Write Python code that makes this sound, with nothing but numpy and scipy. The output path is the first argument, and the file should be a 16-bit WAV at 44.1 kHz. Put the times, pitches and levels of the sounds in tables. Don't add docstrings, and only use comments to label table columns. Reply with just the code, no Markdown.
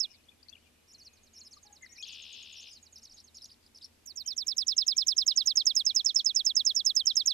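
import sys
import numpy as np
from scipy import signal
from scipy.fft import rfft, irfft
from scipy.io import wavfile
from scipy.ndimage import uniform_filter1d

SR = 44100
rng = np.random.default_rng(int(sys.argv[2]) if len(sys.argv) > 2 else 0)


def gain_from_db(level_db):
    decades = np.asarray(level_db, float) / 20
    return 10 ** decades


def generate_wav(signal):
    frames = np.transpose(np.atleast_2d(signal))
    scaled = np.clip(frames, -1, 1) * 32767
    pcm = np.round(scaled).astype(np.int16)
    wavfile.write(sys.argv[1], SR, pcm)


N = 323253


def add(out, at_s, x, pan_db):
    i = int(round(at_s * SR))
    x = x[max(-i, 0):max(N - i, 0)]
    start = max(i, 0)
    out[:, start:start + len(x)] += x * gain_from_db(np.array([[pan_db], [-pan_db]]) / 2)


def wander(n, rate):
    k = max(int(SR / rate), 1)
    steps = np.repeat(rng.standard_normal(n // k + 1), k)
    return 1.55 * uniform_filter1d(uniform_filter1d(steps, k), k)[:n]


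def shaped(db_of_hz):
    hz = np.maximum(np.fft.rfftfreq(N, 1 / SR), 1)
    x = irfft(rfft(rng.standard_normal(N)) * gain_from_db(db_of_hz(hz)), N)
    return x / x.std()


def trace(s, *columns):
    t = np.arange(s[0], s[-1], 1 / SR)
    return [uniform_filter1d(np.interp(t, s, c), size=40) for c in columns]


def syrinx(hz, db, overtones_db, rough_db=2.5, waver=0.0041, tilt_db=0, grain_db=-60):
    beak_top_hz, beak_fall_db_per_khz = 13500, 5
    n = len(hz)
    turn = 2 * np.pi * np.cumsum(hz * (1 + waver * wander(n, 300))) / SR + 6 * rng.random()
    tone = np.sin(turn) * (1 + gain_from_db(grain_db) * wander(n, 5000))
    for harmonic, over_db in enumerate(overtones_db, start=2):
        over_hz = harmonic * hz
        over_db = over_db - np.clip(over_hz - beak_top_hz, 0, None) * beak_fall_db_per_khz / 1000
        over_db = over_db + tilt_db * np.log2(over_hz / 11000) + 3 * wander(n, 120)
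        flicker = 1 + .4 * wander(n, 3000)
        tone += gain_from_db(over_db) * flicker * np.sin(harmonic * turn) * (over_hz < .4 * SR)
    return tone * gain_from_db(db + rough_db * wander(n, 250))


def near_singer(out):
    # [t/ms, f/Hz, level/dB]
    rise_shape = [(-18, 5800, -40), (-14.5, 6030, -22.5), (-10, 6300, -9.5), (-7, 6950, -6.5),
                  (-3, 8700, -39), (-1.5, 7300, -12.5)]
    # [t/ms, f/Hz, level/dB]
    fall_shape = [(1.22, 5850, -2), (5.56, 5394, 0.5), (10.55, 5206, -0.5), (18.4, 5188, -7),
                  (25.55, 4966, -13), (35.88, 4289, -7.5), (45.25, 3598, -10.5), (54.2, 3195, -17),
                  (57.66, 3180, -22.5), (61, 2990, -35)]
    # [t/s, level/dB, shelf f/Hz, mid-fall f/Hz]
    soft_notes = [(0.002, -18.5, 5330, 4870), (4.072, -37.5, 5707, 4530), (4.172, -30.5, 5600, 4580),
                  (4.2752, -24, 5500, 4890), (4.3781, -22, 5610, 4600), (4.48, -19.5, 5400, 4860),
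                  (4.5802, -17.5, 5400, 4820), (4.681, -16, 5410, 4610)]
    # [t/s, level/dB, shelf f/Hz, mid-fall f/Hz]
    full_notes = [(4.7791, -14.5, 5328, 4920), (4.8793, -14.5, 5190, 4693), (4.9784, -14.5, 5360, 4790),
                  (5.0807, -14, 5430, 4596), (5.1792, -14, 5330, 4680), (5.2773, -13.5, 5288, 4270),
                  (5.373, -13.5, 5290, 4380), (5.4724, -13.5, 5350, 4500), (5.5702, -13.5, 5250, 4450),
                  (5.6672, -13, 5220, 4510), (5.764, -14, 5280, 4640), (5.8635, -14, 5300, 4510),
                  (5.9617, -14, 5290, 4490), (6.0596, -14, 5380, 4580), (6.159, -13, 5355, 4950),
                  (6.26, -14.5, 5260, 4473), (6.3608, -14, 5350, 4680), (6.4628, -14, 5289, 4600),
                  (6.565, -13, 5260, 4495), (6.664, -13, 5365, 4512), (6.762, -15, 5510, 4880),
                  (6.8632, -13.5, 5290, 4586), (6.9642, -13.5, 5230, 4620), (7.0683, -13.5, 5390, 4330),
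                  (7.1674, -14, 5250, 4630), (7.2729, -14.5, 5400, 4460)]
    # [break delay/ms, end delay/ms, rise level/dB]
    note_timing = [(-0.18, 0.5, 0), (-0.85, -3, 8), (-0.2, 0, 5.5), (-1.85, 5, 3), (0, 0.5, 1),
                   (1.2, -1.5, 3), (0.7, -0.2, 0), (0, -0.3, 1), (-0.2, 1, -0.5), (-0.5, 0, -0.5),
                   (0.28, 1, 1), (0.3, -1.6, 4), (0.1, 0, 2), (-.5, -4.5, 1.5), (0.7, -0.8, 0),
                   (-0.2, -1.8, 1.5), (-0.27, -2.5, 4), (-0.73, -1.8, 0), (-0.5, 1, 0.5), (0.5, -1, -1),
                   (-0.8, -2.5, 1.5), (-0.6, -1, 2), (-0.43, -1.5, 0), (-2.7, 1.5, 2), (0.3, 1.57, 0.5),
                   (-.9, 0.5, 2.5), (0.5, -1.3, 0), (-2.5, 0, 1.5), (1, 0, 1.5), (-1.96, -0.2, 0),
                   (-0.5, 1, -2), (0.34, -2.5, 0.5), (-0.5, 2.5, 1), (-3.5, 0, 5.5)]
    overtones_db, overtone_scatter_db = (-39, -49), 4
    ms, hz, db = np.transpose(rise_shape + fall_shape)
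    rising, breaking = ms < -4, hz > 8000
    for note, timing in zip(soft_notes + full_notes, note_timing):
        s, note_db, shelf_hz, fall_hz = note
        break_ms, end_ms, rise_db = timing
        soft_db = max(-11.5 - note_db, 0)

        end_shift = np.clip((ms - 31) / 25, 0, None) * end_ms
        break_shift = break_ms * np.clip(1 - np.abs(ms + 4) / 14, .3, 1) * (ms < 0)
        late = ms + end_shift + break_shift

        bend = np.interp(ms, [0, 13, 31, 45, 56], [1, shelf_hz / 5240, fall_hz / 4630, 1, 1])
        soft_bend = 0.009 * np.interp(ms, [31, 50, 61], [0, 1, .6]) - 0.001 * breaking + 0.0014 * rising
        bend = bend + soft_db * soft_bend

        lift = np.clip((ms - 13) / 12, 0, 1) * 0.27 * soft_db
        lift = lift + 0.67 * soft_db * breaking
        lift = lift + (rise_db - 2.5) * rising
        pitch, level_db = trace(late / 1000, hz * bend, db + lift + note_db)
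        over_db = np.add(overtones_db, 0.84 * soft_db + overtone_scatter_db * rng.standard_normal(2))
        song = syrinx(pitch, level_db, over_db, rough_db=.55, waver=.0025, tilt_db=22, grain_db=-42)
        add(out, s + late[0] / 1000, song * signal.windows.tukey(len(song), .05), 0)


def far_singer(out):
    # [t/ms, f/Hz, level/dB]
    far_shape = [(-13, 7800, -25), (-3.5, 8900, -23.5), (1.5, 6900, -6), (6, 6520, -2), (14, 6440, -9),
                 (21.5, 6700, -18), (42.5, 4400, -6), (53, 3780, -14.5), (62, 3770, -22)]
    far_times = [1.029, 1.132, 1.232, 1.333, 1.433, 1.5325, 1.629, 1.726, 1.823, 1.923, 2.023, 2.122, 2.221,
                 2.326, 2.426, 2.525, 2.624, 2.728, 2.827, 2.926, 3.0321, 3.141, 3.241, 3.346, 3.4546]
    # [t/s, level/dB]
    far_swell = [
        (1.03, -59),
        (1.63, -48),
        (2.05, -46),
        (3.0, -48),
        (3.46, -51),
    ]
    ms, hz, db = np.transpose(far_shape)
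    for s in far_times:
        note_db = np.interp(s, *np.transpose(far_swell))
        note_hz = hz * (1 + 0.00788 * rng.standard_normal())
        pitch, level_db = trace(ms / 1000, note_hz, db + note_db)
        add(out, s + ms[0] / 1000, syrinx(pitch, level_db, (), rough_db=0.5), -5.0)


def slur(out, s, hz, db):
    flutter_hz, deepest_hz = 198, 240
    middle_hz, range_hz, stops_hz_per_ms = 5400, 950, 170
    hz, db = trace(s, hz, db)
    slide_hz_per_ms = np.gradient(hz) * SR / 1000
    depth = np.exp(-((hz - middle_hz) / range_hz) ** 2 - (slide_hz_per_ms / stops_hz_per_ms) ** 2)
    rate = flutter_hz * (1 + 0.032 * wander(len(hz), 32))
    flutter = np.sin(2 * np.pi * np.cumsum(rate) / SR)
    over_db = -34 + 15 * depth
    note = syrinx(hz + deepest_hz * depth * flutter, db, [over_db], rough_db=1.1, waver=0.0024)
    add(out, s[0], note * signal.windows.tukey(len(hz), .12), -.6)


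def hooked_slurs(out):
    # [t/ms, f/Hz, level/dB]
    hook_shape = [(-64, 4100, -15.5), (-48, 5850, -5.5), (-29, 5200, -1.5), (-11.5, 5600, 1.5),
                  (-5.5, 6690, -4.5), (1.5, 7230, -5), (9, 5200, -6), (16, 4280, -3), (36, 4110, -18)]
    # [peak t/s, level before peak/dB, level after peak/dB]
    hook_events = [(0.934, -55.5, -46.5), (1.401, -49.5, -43), (2.024, -46.5, -47), (2.616, -46, -49.5)]
    ms, hz, db = np.transpose(hook_shape)
    for s, lead_db, drop_db in hook_events:
        slur(out, s + ms / 1000, hz, db + np.where(ms < 0, lead_db, drop_db))


def arches(out):
    # [crest t/s, slide/ms, crest f/Hz, foot f/Hz, level/dB]
    arch_events = [(0.988, 50, 6300, 4300, -52), (1.054, 31, 6120, 3940, -47.5),
                   (1.455, 28.3, 5680, 4974, -47.5), (1.517, 28.9, 6500, 3940, -48),
                   (2.073, 39.6, 6860, 4180, -46.5), (2.134, 34, 6430, 4102, -53),
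                   (2.674, 18.4, 5930, 4900, -49.5), (2.695, 52, 6000, 4840, -50),
                   (2.745, 34, 5550, 4000, -52)]
    climb_ms, climb_hz, crest_db, foot_db = 8, 896, -7, -5
    floor_hz, turn_hz = 4200, 400
    for s, slide_ms, crest_hz, foot_hz, db in arch_events:
        turns = foot_hz > floor_hz
        ms = np.array([-climb_ms, 0, 0.15 * slide_ms, 0.61 * slide_ms, slide_ms])
        upper_hz = .75 * crest_hz + 0.23 * foot_hz
        lower_hz = foot_hz if turns else .15 * crest_hz + 0.92 * foot_hz
        hz = [crest_hz - climb_hz, crest_hz, upper_hz, lower_hz, foot_hz + turns * turn_hz]
        shape_db = np.array([1.3 * crest_db, crest_db, 0.58 * crest_db, 0, foot_db])
        slur(out, s + ms / 1000, hz, db + shape_db)


def chip(out, s, ms, from_hz, to_hz, db, pan_db, over_db):
    u = np.linspace(0, 1, int(ms * SR / 1000))
    note = syrinx(from_hz + (to_hz - from_hz) * u ** 2.33, db - 0.5, (over_db,), rough_db=2.5)
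    swell = np.sin(np.pi * u ** 0.38) ** 0.33 * signal.windows.tukey(len(u), .2)
    add(out, s, note * swell, pan_db)


def chip_figures(out):
    # [t/ms, length/ms, pitch ratio, end/start pitch ratio, level/dB]
    figure_chips = [
        (-7.5, 12, .76, 0.63, -1.5),
        (1, 11, 0.995, 0.75, -0.5),
        (12.5, 11.7, 0.964, 0.78, 0.5),
        (25, 9.2, 1.088, 0.675, 3),
        (35, 8.6, 1.02, 0.55, -1.5),
    ]
    # [t/s, f/Hz, level/dB, fade per chip/dB, grace level/dB]
    figure_events = [(2.957, 5620, -48, -2.5, -30), (3.017, 5600, -54.5, 2.5, -25),
                     (3.095, 5444, -50, -0.5, -24), (3.176, 5230, -53, -1, -9.5),
                     (3.344, 5360, -52, 2, -30), (3.418, 5410, -48.5, 0, -6.5),
                     (3.502, 5180, -49.5, -3.5, -7.5), (3.638, 4640, -66.5, 1.5, -12.5),
                     (3.746, 5520, -48.5, 0, -31), (3.8187, 5170, -40, -3.5, -16)]
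    for s, hz, db, fade_db, grace_db in figure_events:
        for k, (at_ms, ms, ratio, fall, chip_db) in enumerate(figure_chips):
            change_db = fade_db * (k - 1) if k else grace_db
            from_hz = ratio * hz
            chip(out, s + at_ms / 1000, ms, from_hz, fall * from_hz, db + chip_db + change_db, -.7, -21)


def ticks(out):
    # [t/s, length/ms, from f/Hz, to f/Hz, level/dB]
    tick_events = [(0.238, 9, 4330, 4300, -66), (0.253, 6.2, 5700, 6600, -69),
                   (0.429, 6.8, 4570, 5800, -50.5), (0.485, 4.5, 4400, 4500, -51),
                   (0.492, 8, 4460, 5400, -50.5), (.497, 6.7, 6130, 6200, -57.5)]
    for s, ms, from_hz, to_hz, db in tick_events:
        chip(out, s, ms, from_hz, to_hz, db, 15, -30)


def whistlers(out):
    # [t/s, length/ms, from f/Hz, to f/Hz, level/dB]
    gurgle_notes = [(1.565, 16.2, 1200, 1180, -62.5), (1.625, 147, 839.8, 820, -68.5),
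                    (1.75, 32.6, 839, 885, -79), (1.806, 41, 2073, 2120, -63), (1.826, 33, 2084, 1980, -49),
                    (1.818, 36, 1810, 1720, -64), (1.855, 7.4, 1080, 1880, -66),
                    (1.862, 5.5, 1850, 2040, -51.5), (1.868, 125, 1867, 1910, -72.5),
                    (1.868, 79, 2120, 2190, -69), (1.885, 51, 5500, 5640, -65),
                    (1.885, 87, 5745, 6093, -64), (1.978, 16, 2220, 2670, -51),
                    (1.997, 28, 2490, 2510, -51), (2.024, 6.4, 2590, 5100, -44),
                    (2.029, 14.6, 3280, 3260, -38), (2.04, 13, 5800, 3400, -46)]
    # [t/s, length/ms, from f/Hz, to f/Hz, level/dB]
    distant_notes = [(0, 160, 2820, 2892, -71.5), (.135, 27, 2070, 2540, -68), (.284, 13, 3270, 3570, -53),
                     (.315, 10.7, 2530, 2416, -62), (.452, 19, 1700, 2300, -72),
                     (.48, 69, 2410, 2900, -71.5), (.526, 15, 3450, 3270, -48), (.537, 9, 3180, 2640, -60),
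                     (.548, 9, 2600, 2860, -63), (.573, 16.7, 2380, 3100, -65), (.6, 24, 3000, 2850, -74),
                     (.553, 6.4, 2930, 2730, -53.5), (.565, 7, 2476, 2330, -54.5),
                     (.62, 40, 3270, 2483, -70), (.652, 42, 2495, 2354, -70), (1.05, 135, 2630, 2440, -74),
                     (4.245, 55, 3106, 3120, -59.5), (4.235, 10, 5600, 6100, -70),
                     (4.248, 5, 5400, 5200, -60), (4.26, 4, 5470, 4900, -58), (4.326, 11, 6440, 5060, -57),
                     (4.289, 36, 2600, 2350, -65), (4.44, 110, 2242, 2160, -75),
                     (4.745, 72, 2800, 2890, -68), (4.85, 72, 2700, 2430, -68),
                     (4.91, 61, 2072, 2500, -68.5), (5.3, 52, 2830, 3000, -59), (5.39, 72, 2896, 2930, -68),
                     (5.89, 50, 2240, 2400, -67.5), (7.018, 54, 3200, 3020, -58.5)]
    for notes, pan_db in ((gurgle_notes, 11.5), (distant_notes, 8)):
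        for s, ms, from_hz, to_hz, db in notes:
            hz = np.linspace(from_hz, to_hz, int(ms * SR / 1000))
            note = syrinx(hz, db, (-50,), rough_db=2.5, waver=.005, tilt_db=-14)
            add(out, s, note * signal.windows.tukey(len(hz), .6), pan_db)


def buzz(out):
    # [t/s, level/dB, cycle rate/Hz]
    buzz_course = [(2.045, -49, 79), (2.085, -45, 77.1), (2.155, -46, 74.7), (2.265, -46, 73.1),
                   (2.375, -46, 72.7), (2.485, -48, 72.2), (2.595, -49, 70.5), (2.705, -50, 66.3)]
    # [share of cycle 0-1, f/Hz, level/dB]
    dive_voice = [(0, 2550, -5), (.08, 3050, 2), (.2, 3950, -10), (.31, 5600, -18), (.45, 4800, -8),
                  (.6, 3200, -5), (.72, 3850, -9), (.83, 3050, 1.5), (.93, 2220, -15)]
    # [share of cycle 0-1, f/Hz, level/dB]
    fill_voice = [(.1, 3100, -16), (.22, 2600, -11), (.32, 3050, -4), (.41, 2700, -10), (.47, 5300, -15),
                  (.6, 5050, -9), (.76, 5400, -10), (.85, 3900, -11), (.95, 3800, -6)]
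    s, *columns = np.transpose(buzz_course)
    db, rate = trace(s, *columns)
    cycle = np.cumsum(rate) / SR + .17 + 0.015 * wander(len(db), 50)
    for voice, over_db in ((dive_voice, -62), (fill_voice, -75)):
        share, *shape = np.transpose(voice)
        hz, swing_db = (uniform_filter1d(np.interp(cycle, share, c, period=1), size=12) for c in shape)
        level_db = db + swing_db + 2.5
        note = syrinx(hz, level_db, (over_db,), rough_db=1.2, waver=.02, tilt_db=-45, grain_db=-26)
        add(out, s[0], note * signal.windows.tukey(len(db), .03), 7.0)


def hedges(x):
    # [delay t/s, left level/dB, right level/dB]
    echo_paths = [(0.021, -56, -54), (0.036, -50, -53), (0.093, -56, -54)]
    hedge_t60_s, hedge_db, hedge_gap_s = 0.07, -32, 0.00085
    field_t60_s, field_db, field_gap_s = .4, -32.5, 0.0095
    t = np.arange(int(.6 * SR)) / SR
    tail = rng.standard_normal((2, len(t))) * gain_from_db(-60 * t / hedge_t60_s) * np.clip(t / hedge_gap_s, 0, 1)
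    tail *= gain_from_db([5 * wander(len(t), 110) for _ in range(2)])
    tail *= gain_from_db(hedge_db) / np.sqrt(np.sum(tail ** 2, axis=1, keepdims=True))

    field = rng.standard_normal(tail.shape) * gain_from_db(-60 * t / field_t60_s + 12 * wander(len(t), 47))
    field *= np.clip(t / field_gap_s, 0, 1)
    tail += field * gain_from_db(field_db) / np.sqrt(np.sum(field ** 2, axis=1, keepdims=True))
    for delay_s, left_db, right_db in echo_paths:
        tail[:, int(delay_s * SR)] += gain_from_db(np.array([left_db, right_db]))

    dull = signal.sosfilt(signal.butter(1, 7000, fs=SR, output="sos"), x)
    scattered = signal.fftconvolve(dull[None], tail, axes=1)[:, :N]
    return scattered * gain_from_db([4.5 * wander(N, 30) + db for db in (2.5, -1.5)])


def chorus():
    # [t/s, level/dB]
    chorus_course = [(0, -64), (.35, -74), (.45, -93), (.6, -72), (.9, -73), (1.1, -69), (1.7, -73),
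                     (2.9, -71), (3.6, -102), (4.2, -70), (4.9, -75.5), (6, -65), (6.8, -78.5), (7.33, -68)]

    def bands(hz):
        return np.maximum(-12 * ((hz - 2450) / 220) ** 2, -12 * ((hz - 2900) / 160) ** 2 - 1.5)

    s, db = np.transpose(chorus_course)
    common = shaped(bands) * gain_from_db(2.8 * wander(N, 27))
    sides = np.array([common + shaped(bands) * gain_from_db(5.5 * wander(N, 28)) for _ in range(2)])
    return gain_from_db(np.interp(np.arange(N) / SR, s, db) - 12.0) * sides


def air():
    # [f/Hz, level per Hz/dB]
    air_curve = [(20, -2.5), (85, 3), (165, -5), (300, -2), (1300, -13), (2500, -11), (13300, -18.5),
                 (14800, -73.5)]
    # [f/Hz, side minus mid level/dB]
    side_curve = [(50, -14.5), (200, 0), (1000, -1), (16000, 0.5)]

    def curve(points, hz):
        at_hz, db = np.transpose(points)
        return np.interp(np.log(hz), np.log(at_hz), db)

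    mid = shaped(lambda hz: curve(air_curve, hz))
    side = shaped(lambda hz: curve(air_curve, hz) + curve(side_curve, hz)) * gain_from_db(-2.0)
    return gain_from_db(-69) * (mid + side * np.array([[1], [-1]]))


def distant_hum(out):
    hum_hz, hum_db = 80, -73
    drone_hz, drone_width_hz, drone_db = 232.5, 35, -78
    thud_hz, thud_db = 22, -69
    turn = 2 * np.pi * np.cumsum(hum_hz + 1.3 * wander(N, 7.3)) / SR
    add(out, 0, gain_from_db(hum_db + 0.5 + 1.2 * wander(N, 8)) * np.sin(turn), 2.5)
    drone = shaped(lambda f: -10 * np.log10(1 + (2 * (f - drone_hz) / drone_width_hz) ** 4))
    add(out, 0, gain_from_db(drone_db) * drone, 2.5)
    t = np.arange(int(.16 * SR)) / SR
    for s in (1.24, 3.131, 5.01, 6.9):
        thud = gain_from_db(thud_db) * np.sin(2 * np.pi * thud_hz * t) * np.hanning(len(t))
        add(out, s - .08, thud, 5 * rng.standard_normal())


def shade_left(x):
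    # [f/Hz, left minus right level/dB]
    shadow_curve = [(3200, -9), (4300, -12.5), (5200, -13.5), (5750, -23), (6300, -10), (6900, -7.5),
                    (9000, -7.5), (13000, -14.5)]
    hz, db = np.transpose(shadow_curve)
    early = np.roll(x, -1)
    return irfft(rfft(early) * gain_from_db(np.interp(np.fft.rfftfreq(N, 1 / SR), hz, db)), N)


def scene():
    near, far = np.zeros((2, 2, N))
    near_singer(near)
    near[0] = shade_left(near[0])
    for caller in (far_singer, hooked_slurs, arches, chip_figures, ticks, whistlers, buzz):
        caller(far)
    scattered = hedges(near[1] + gain_from_db(16) * far.mean(axis=0))
    background = chorus() + air()
    distant_hum(background)
    return near + far + scattered + background


def roll_off(x):
    return signal.sosfilt(signal.butter(12, 16200, fs=SR, output="sos"), x)


def record(dry):
    fizz_db, fizz_smear_s, top_hz = -38.5, 0.042, 15800
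    power = uniform_filter1d(np.mean(dry ** 2, axis=0), int(fizz_smear_s * SR))
    loudness = np.sqrt(np.abs(power))
    high_pass = signal.butter(2, 500, "high", fs=SR, output="sos")
    fizz = signal.sosfilt(high_pass, rng.standard_normal(dry.shape))
    fizzy = dry + fizz * loudness * gain_from_db([fizz_db + 4 * wander(N, 35) for _ in range(2)])
    top_cut = signal.ellip(8, .2, 70, top_hz, fs=SR, output="sos")
    return roll_off(signal.sosfilt(top_cut, fizzy))


dry = scene()
out = record(dry)
generate_wav(out)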